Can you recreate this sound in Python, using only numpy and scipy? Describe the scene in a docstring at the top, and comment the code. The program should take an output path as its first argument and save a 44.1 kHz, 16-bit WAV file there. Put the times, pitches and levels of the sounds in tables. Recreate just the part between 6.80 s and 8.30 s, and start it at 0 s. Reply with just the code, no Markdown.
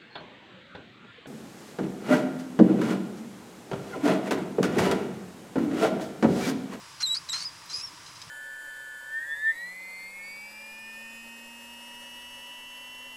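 """A quiet room opens on steady filtered-noise hiss and low hum, with a faint whine of thin sines that waver
slightly and quickly in pitch. Baby mice in a paper nest then squeak three times, from 0.2, 0.49 and 0.89 s:
each is a thin whistle near 4-5 kHz with two overtones that breaks into rasps of random puffs and split-pitch
buzzes, then ends clean and higher. Soft shuffles of band-shaped noise run from the third squeak to near 1.5 s.
Paper ticks, bursts of noise through bright resonances, follow the squeaks from 1.26 s."""
import sys
import numpy as np
from scipy import signal
from scipy.fft import rfft, irfft
from scipy.io import wavfile

SR = 44100
rng = np.random.default_rng(int(sys.argv[2]) if len(sys.argv) > 2 else 0)


def waveform_to_disk(signal):
    """Save audio, clipped to [-1, 1], as 16-bit WAV at the path in sys.argv[1]."""
    frames = np.transpose(np.atleast_2d(signal))
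    scaled = np.clip(frames, -1, 1) * 32767
    samples = np.round(scaled).astype(np.int16)
    wavfile.write(sys.argv[1], SR, samples)


N = 66150
T = np.arange(N) / SR  # s

# steady room hiss and low hum: (frequency [Hz], relative level [dB])
HISS_COLOUR = [(25, -13.5), (55, -11), (90, -1.5), (125, 0), (165, 3), (215, -11), (310, -5.5),
               (420, -11.5), (620, -9), (800, -9), (950, 3), (1130, -1), (1300, -3), (2000, -4.5),
               (3300, -7), (4500, -7.5), (5050, -4.5), (5700, -7.5), (7200, -11), (8000, -11),
               (9200, -15.5), (11200, -14.5), (12300, -27.5), (15500, -25)]
HISS_DB = -48.5  # rms
# steady whine lines: (frequency [Hz], rms level [dB])
WHINE_LINES = [(1168, -63), (4969, -60), (5550, -64), (5776, -66.5), (8032, -77)]
WHINE_DRIFT_HZ, WHINE_DRIFT_RATE_HZ = 7.06, 25.6  # rms pitch waver and its rate
ROOM_T60_S, ROOM_DB = 0.15, -14  # decay time and tail level

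# ticks of the paper bedding: (time [s], level before the low-pass [dB], decay time to -60 dB [s])
TICKS = [(1.262, -46, 0.24), (1.3548, -46.5, 0.16), (1.4167, -37.5, 0.04), (1.4215, -46, .06)]
# resonances of the ticks: (frequency [Hz], width [Hz], gain [dB])
TICK_MODES = [(3120, 360, -9), (4030, 240, 2), (4975, 135, 7.5), (6030, 130, 0.5), (6200, 200, -14),
              (7630, 250, -27)]
TICK_TOP_HZ = 10000
# soft shuffles of bodies in the bedding: (centre time [s], length [s], centre frequency [Hz], level [dB])
SHUFFLES = [(0.862, 0.013, 13490, -61), (.96, 0.077, 426, -63), (1.127, 0.048, 310, -59.5),
            (1.485, 0.038, 148.6, -52)]

# course of each squeak before roughness and microphone colour:
# (time [s], pitch [Hz], whistle level [dB], octave level [dB])
FIRST_SQUEAK = [(0.2, 4316, -44, -62), (0.204, 4364, -38, -57), (0.216, 4430, -37, -46),
                (0.226, 4196, -33.5, -29), (0.234, 4111, -22, -45), (0.248, 4088, -24, -52.5),
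                (0.274, 3724, -33, -30), (0.296, 3892, -29, -41.5), (0.316, 3896, -23.5, -45),
                (0.328, 3882, -31, -33), (0.342, 3908, -25, -46), (0.354, 4484, -30.5, -36),
                (0.366, 4495, -31, -41), (0.374, 4879, -26.5, -45), (0.386, 5050, -41, -68),
                (0.392, 4921, -71, -68)]
SECOND_SQUEAK = [(0.486, 4099, -51, -68), (0.49, 4100, -33.5, -63), (0.496, 3802, -33.5, -30.5),
                 (0.506, 3892, -30, -38.5), (0.514, 3828, -39, -41), (0.524, 3712, -34.5, -33),
                 (0.532, 4092, -30.5, -56), (0.544, 4116, -27.5, -50), (0.59, 4285, -41.5, -42),
                 (0.594, 4447, -36.5, -54), (0.624, 4570, -31, -54), (0.632, 4490, -44.5, -38),
                 (0.642, 4411, -37, -58), (0.656, 5047, -30, -80), (0.664, 5062, -29.5, -60),
                 (0.694, 4756, -45, -73), (0.7, 4559, -53, -73)]
THIRD_SQUEAK = [(0.893, 4053, -39, -64), (0.895, 4077, -45, -66), (0.925, 4095, -43.5, -68),
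                (0.933, 4733, -33, -60), (0.941, 5009, -31, -55), (0.957, 5023, -28.5, -41.5),
                (0.993, 5092, -38, -47), (1.011, 5026, -34.5, -56), (1.029, 5370, -43, -52.5),
                (1.041, 5550, -32.5, -54), (1.057, 5466, -34.5, -60), (1.067, 5431, -58, -54),
                (1.075, 5249, -38.5, -77), (1.081, 5120, -42.5, -66), (1.095, 5120, -49, -80)]
EDGE_S, SWITCH_S = 0.0036, 0.0025  # fade of a squeak; flip between clean and rough
THIRD_DB, THIRD_OCTAVE_DB = -36, -15  # third harmonic, relative to the whistle and to the octave
WAVER, WAVER_HZ = 0.0026, 307  # pitch unsteadiness at all times (rms share of pitch, rate)
JITTER, JITTER_HZ = .022, 900  # added pitch scatter at full roughness (rms share of pitch, rate)
SHIMMER, SHIMMER_HZ = 0.62, 324  # level flutter at full roughness (depth 0-1, rate)
ROUGH_WHISTLE_DB, ROUGH_OCTAVE_DB = -2.5, -11.5  # change of the clean lines at full roughness

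# chaotic stretches: (start [s], end [s], roughness [clipped to 0-1], starting level of the throat noise [dB],
# level slope [dB/s], growl relative to the throat noise [dB])
RASPS = [(0.204, .231, 1.07, -38.5, 80, -4.5), (.345, .376, 0.88, -35.5, -400, -6),
         (0.489, 0.498, 1, -39, 0, -3.5), (.529, 0.57, 0.53, -35.5, -34, -3.5),
         (0.569, .627, 1, -38, -15, -9.5), (0.625, 0.652, 0.57, -44, 0, -8.5),
         (0.897, 0.934, 0.78, -40.5, -2, -10.5), (0.933, 1.016, 0.74, -41.5, -7, -13)]
# throat colour of the rasp: (frequency [Hz], gain [dB])
THROAT_COLOUR = [(700, -19), (1200, -45), (3200, -14), (4100, -3), (5000, 9), (5700, 9), (6500, 3.5),
                 (7500, -3.5), (8700, -14), (10500, -4), (12500, -42), (15500, -38)]
# narrow resonances that band the rasp: (frequency [Hz], width [Hz], gain [dB])
RASP_BANDS = [(4035, 73, 6), (4630, 90, -5), (5090, 125, 8), (5500, 120, -2), (5760, 130, 0),
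              (6440, 170, -0.5), (7400, 150, -5), (8580, 100, -10), (9630, 400, -19)]
BANDS_DB = 1.5  # relative to the broad throat colour
# colour of the low growl in the rasp: (frequency [Hz], gain [dB])
GROWL_COLOUR = [(500, -28), (900, -3), (1300, 3), (1800, 0.5), (2500, 0), (3300, -3.5), (5000, -38)]
# split-pitch stretches: (start [s], end [s], cycles per repeat, peak level of a line before colour [dB])
SPLITS = [(0.205, 0.231, 3, -33), (0.355, 0.366, 2, -49), (0.523, 0.533, 2, -40), (0.53, 0.562, 3, -38.5),
          (0.627, 0.648, 2, -46.5), (0.93, 0.984, 2, -49.5), (0.988, 1.032, 2, -43.5)]
# colour of the split-pitch lines: (frequency [Hz], gain [dB])
SPLIT_COLOUR = [(1000, -33), (1500, -5), (2500, -4), (3000, -15), (4500, -9), (5800, -0.5), (7400, -9),
                (8700, -16), (10300, -18.5), (11500, -21), (15000, -34)]
# treble roll-off of the microphone on the voice: (frequency [Hz], gain [dB])
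MIC_COLOUR = [(9000, -1), (12300, -4), (13500, -11), (15500, -13)]
TOP_HZ = 15750  # the recorder's upper edge


def amp(db):
    """Decibels to gain."""
    return 10 ** (np.asarray(db) / 20)


def unit(x):
    """Scale to an rms of 1."""
    return x / np.sqrt(np.mean(x ** 2))


def colour(x, points):
    """Filter by a curve of (frequency [Hz], gain [dB]) points, joined on a log-frequency axis."""
    hz, db = np.array(points, float).T
    f = np.maximum(np.arange(N // 2 + 1) * SR / N, 1)
    gain = amp(np.interp(np.log(f), np.log(hz), db))
    return irfft(rfft(x) * gain, N)


def ring(x, modes):
    """Pass through parallel resonances given as (frequency [Hz], width [Hz], gain [dB]); rms 1."""
    total = np.zeros(N)
    for hz, width, db in modes:
        b, a = signal.iirpeak(hz, hz / width, SR)
        total += amp(db) * signal.lfilter(b, a, x)
    return unit(total)


def wobble(hz):
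    """Smooth random motion with a soft limit near the given rate and an rms of 1."""
    f = np.arange(N // 2 + 1) * SR / N
    return unit(irfft(rfft(rng.standard_normal(N)) * np.exp(-(f / hz) ** 2), N))


def gate(start, end, edge):
    """1 between two times, with soft edges centred on them."""
    ramp = np.clip(np.minimum(T - start, end - T) / edge + .5, 0, 1)
    return np.sin(np.pi / 2 * ramp) ** 2


def background():
    """Steady coloured noise for hiss and hum, with thin whine lines that waver slightly in pitch."""
    hiss = amp(HISS_DB) * unit(colour(rng.standard_normal(N), HISS_COLOUR))
    whine = np.zeros(N)
    for hz, db in WHINE_LINES:
        pitch = hz + WHINE_DRIFT_HZ * wobble(WHINE_DRIFT_RATE_HZ)
        whine += amp(db) * np.sqrt(2) * np.sin(2 * np.pi * np.cumsum(pitch) / SR)
    return hiss + whine


def room(x):
    """Faint, short scatter from the walls around the nest: a decaying noise tail under the direct sound."""
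    tail = rng.standard_normal(N) * np.exp(-np.log(1000) * T / ROOM_T60_S)
    tail /= np.linalg.norm(tail)
    return x + amp(ROOM_DB) * signal.fftconvolve(x, tail)[:N]


def shuffles():
    """Bodies rub softly in the bedding: noise peaking at one frequency swells and fades."""
    out = np.zeros(N)
    for centre, length, hz, db in SHUFFLES:
        rub = colour(rng.standard_normal(N), [(hz / 10, -80), (hz, 0), (hz * 10, -80)])
        out += amp(db) * unit(rub) * gate(centre - length / 2, centre + length / 2, length / 2)
    return out


def ticks():
    """Noise rings a few bright resonances and is let through in sudden bursts that die away."""
    ringing = ring(rng.standard_normal(N), TICK_MODES)
    b, a = signal.butter(2, TICK_TOP_HZ, fs=SR)
    crackle = signal.lfilter(b, a, ringing)
    envelope = np.zeros(N)
    for start, db, t60 in TICKS:
        decay = np.exp(-np.log(1000) * np.maximum(T - start, 0) / t60)
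        envelope += (T >= start) * amp(db) * decay
    return crackle * envelope


def squeak_controls():
    """Pitch, whistle gain and octave gain through time, silent between squeaks."""
    squeaks = [np.array(s, float) for s in (FIRST_SQUEAK, SECOND_SQUEAK, THIRD_SQUEAK)]
    rows = np.vstack(squeaks)
    hz, whistle_db, octave_db = (np.interp(T, rows[:, 0], column) for column in rows.T[1:])
    voiced = sum(gate(s[0, 0], s[-1, 0], EDGE_S) for s in squeaks)
    return hz, amp(whistle_db) * voiced, amp(octave_db) * voiced


def split_pitch(phase):
    """The voice repeats only every second or third cycle, which puts lines between the harmonics."""
    out = np.zeros(N)
    for start, end, cycles, db in SPLITS:
        n = int(round(cycles))
        lines = np.zeros(N)
        for k in range(1, 2 * n + 2):
            if k != n:  # leave out the whistle's own pitch
                lines += np.sin(k * phase / n + rng.uniform(0, 2 * np.pi))
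        out += gate(start, end, SWITCH_S) * amp(db) * lines
    return colour(out, SPLIT_COLOUR)


def rasp(phase):
    """Chaotic cycles: noise puffs, swelling once per cycle, ring the throat with a growl below."""
    puffs = rng.standard_normal(N) * (1 + np.cos(phase))
    broad = unit(colour(puffs, THROAT_COLOUR))
    throat = unit(broad + amp(BANDS_DB) * ring(puffs, RASP_BANDS))
    growl = unit(colour(puffs, GROWL_COLOUR))
    out = np.zeros(N)
    for start, end, _, db, slope, growl_db in RASPS:
        level = amp(db + slope * (np.clip(T, start, end) - start))
        out += gate(start, end, SWITCH_S) * level * (throat + amp(growl_db) * growl)
    return out


def mice():
    """A whistle of three harmonics whose pitch and strength scatter when the voice turns rough."""
    hz, whistle, octave = squeak_controls()
    rough = np.clip(sum(r * gate(start, end, SWITCH_S) for start, end, r, *_ in RASPS), 0, 1)
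    unsteady = 1 + WAVER * wobble(WAVER_HZ) + JITTER * rough * wobble(JITTER_HZ)
    phase = 2 * np.pi * np.cumsum(hz * unsteady) / SR
    whistle = whistle * amp(ROUGH_WHISTLE_DB * rough)
    octave = octave * amp(ROUGH_OCTAVE_DB * rough)
    third = amp(THIRD_DB) * whistle + amp(THIRD_OCTAVE_DB) * octave
    harmonics = whistle * np.sin(phase) + octave * np.sin(2 * phase) + third * np.sin(3 * phase)
    tone = np.sqrt(2) * harmonics  # gains are rms levels
    flutter = 1 + SHIMMER * rough * np.tanh(2 * wobble(SHIMMER_HZ))
    voice = (tone + split_pitch(phase)) * flutter + rasp(phase)
    return colour(voice, MIC_COLOUR)


def scene():
    """The nest in its room over the steady background, in mono."""
    nest = mice() + ticks() + shuffles()
    return (room(nest) + background())[None]


def record(dry):
    """The recorder cuts the top with a steep elliptic low-pass."""
    low_pass = signal.ellip(10, .2, 80, TOP_HZ, fs=SR, output="sos")
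    return signal.sosfilt(low_pass, dry)


dry = scene()
out = record(dry)
waveform_to_disk(out)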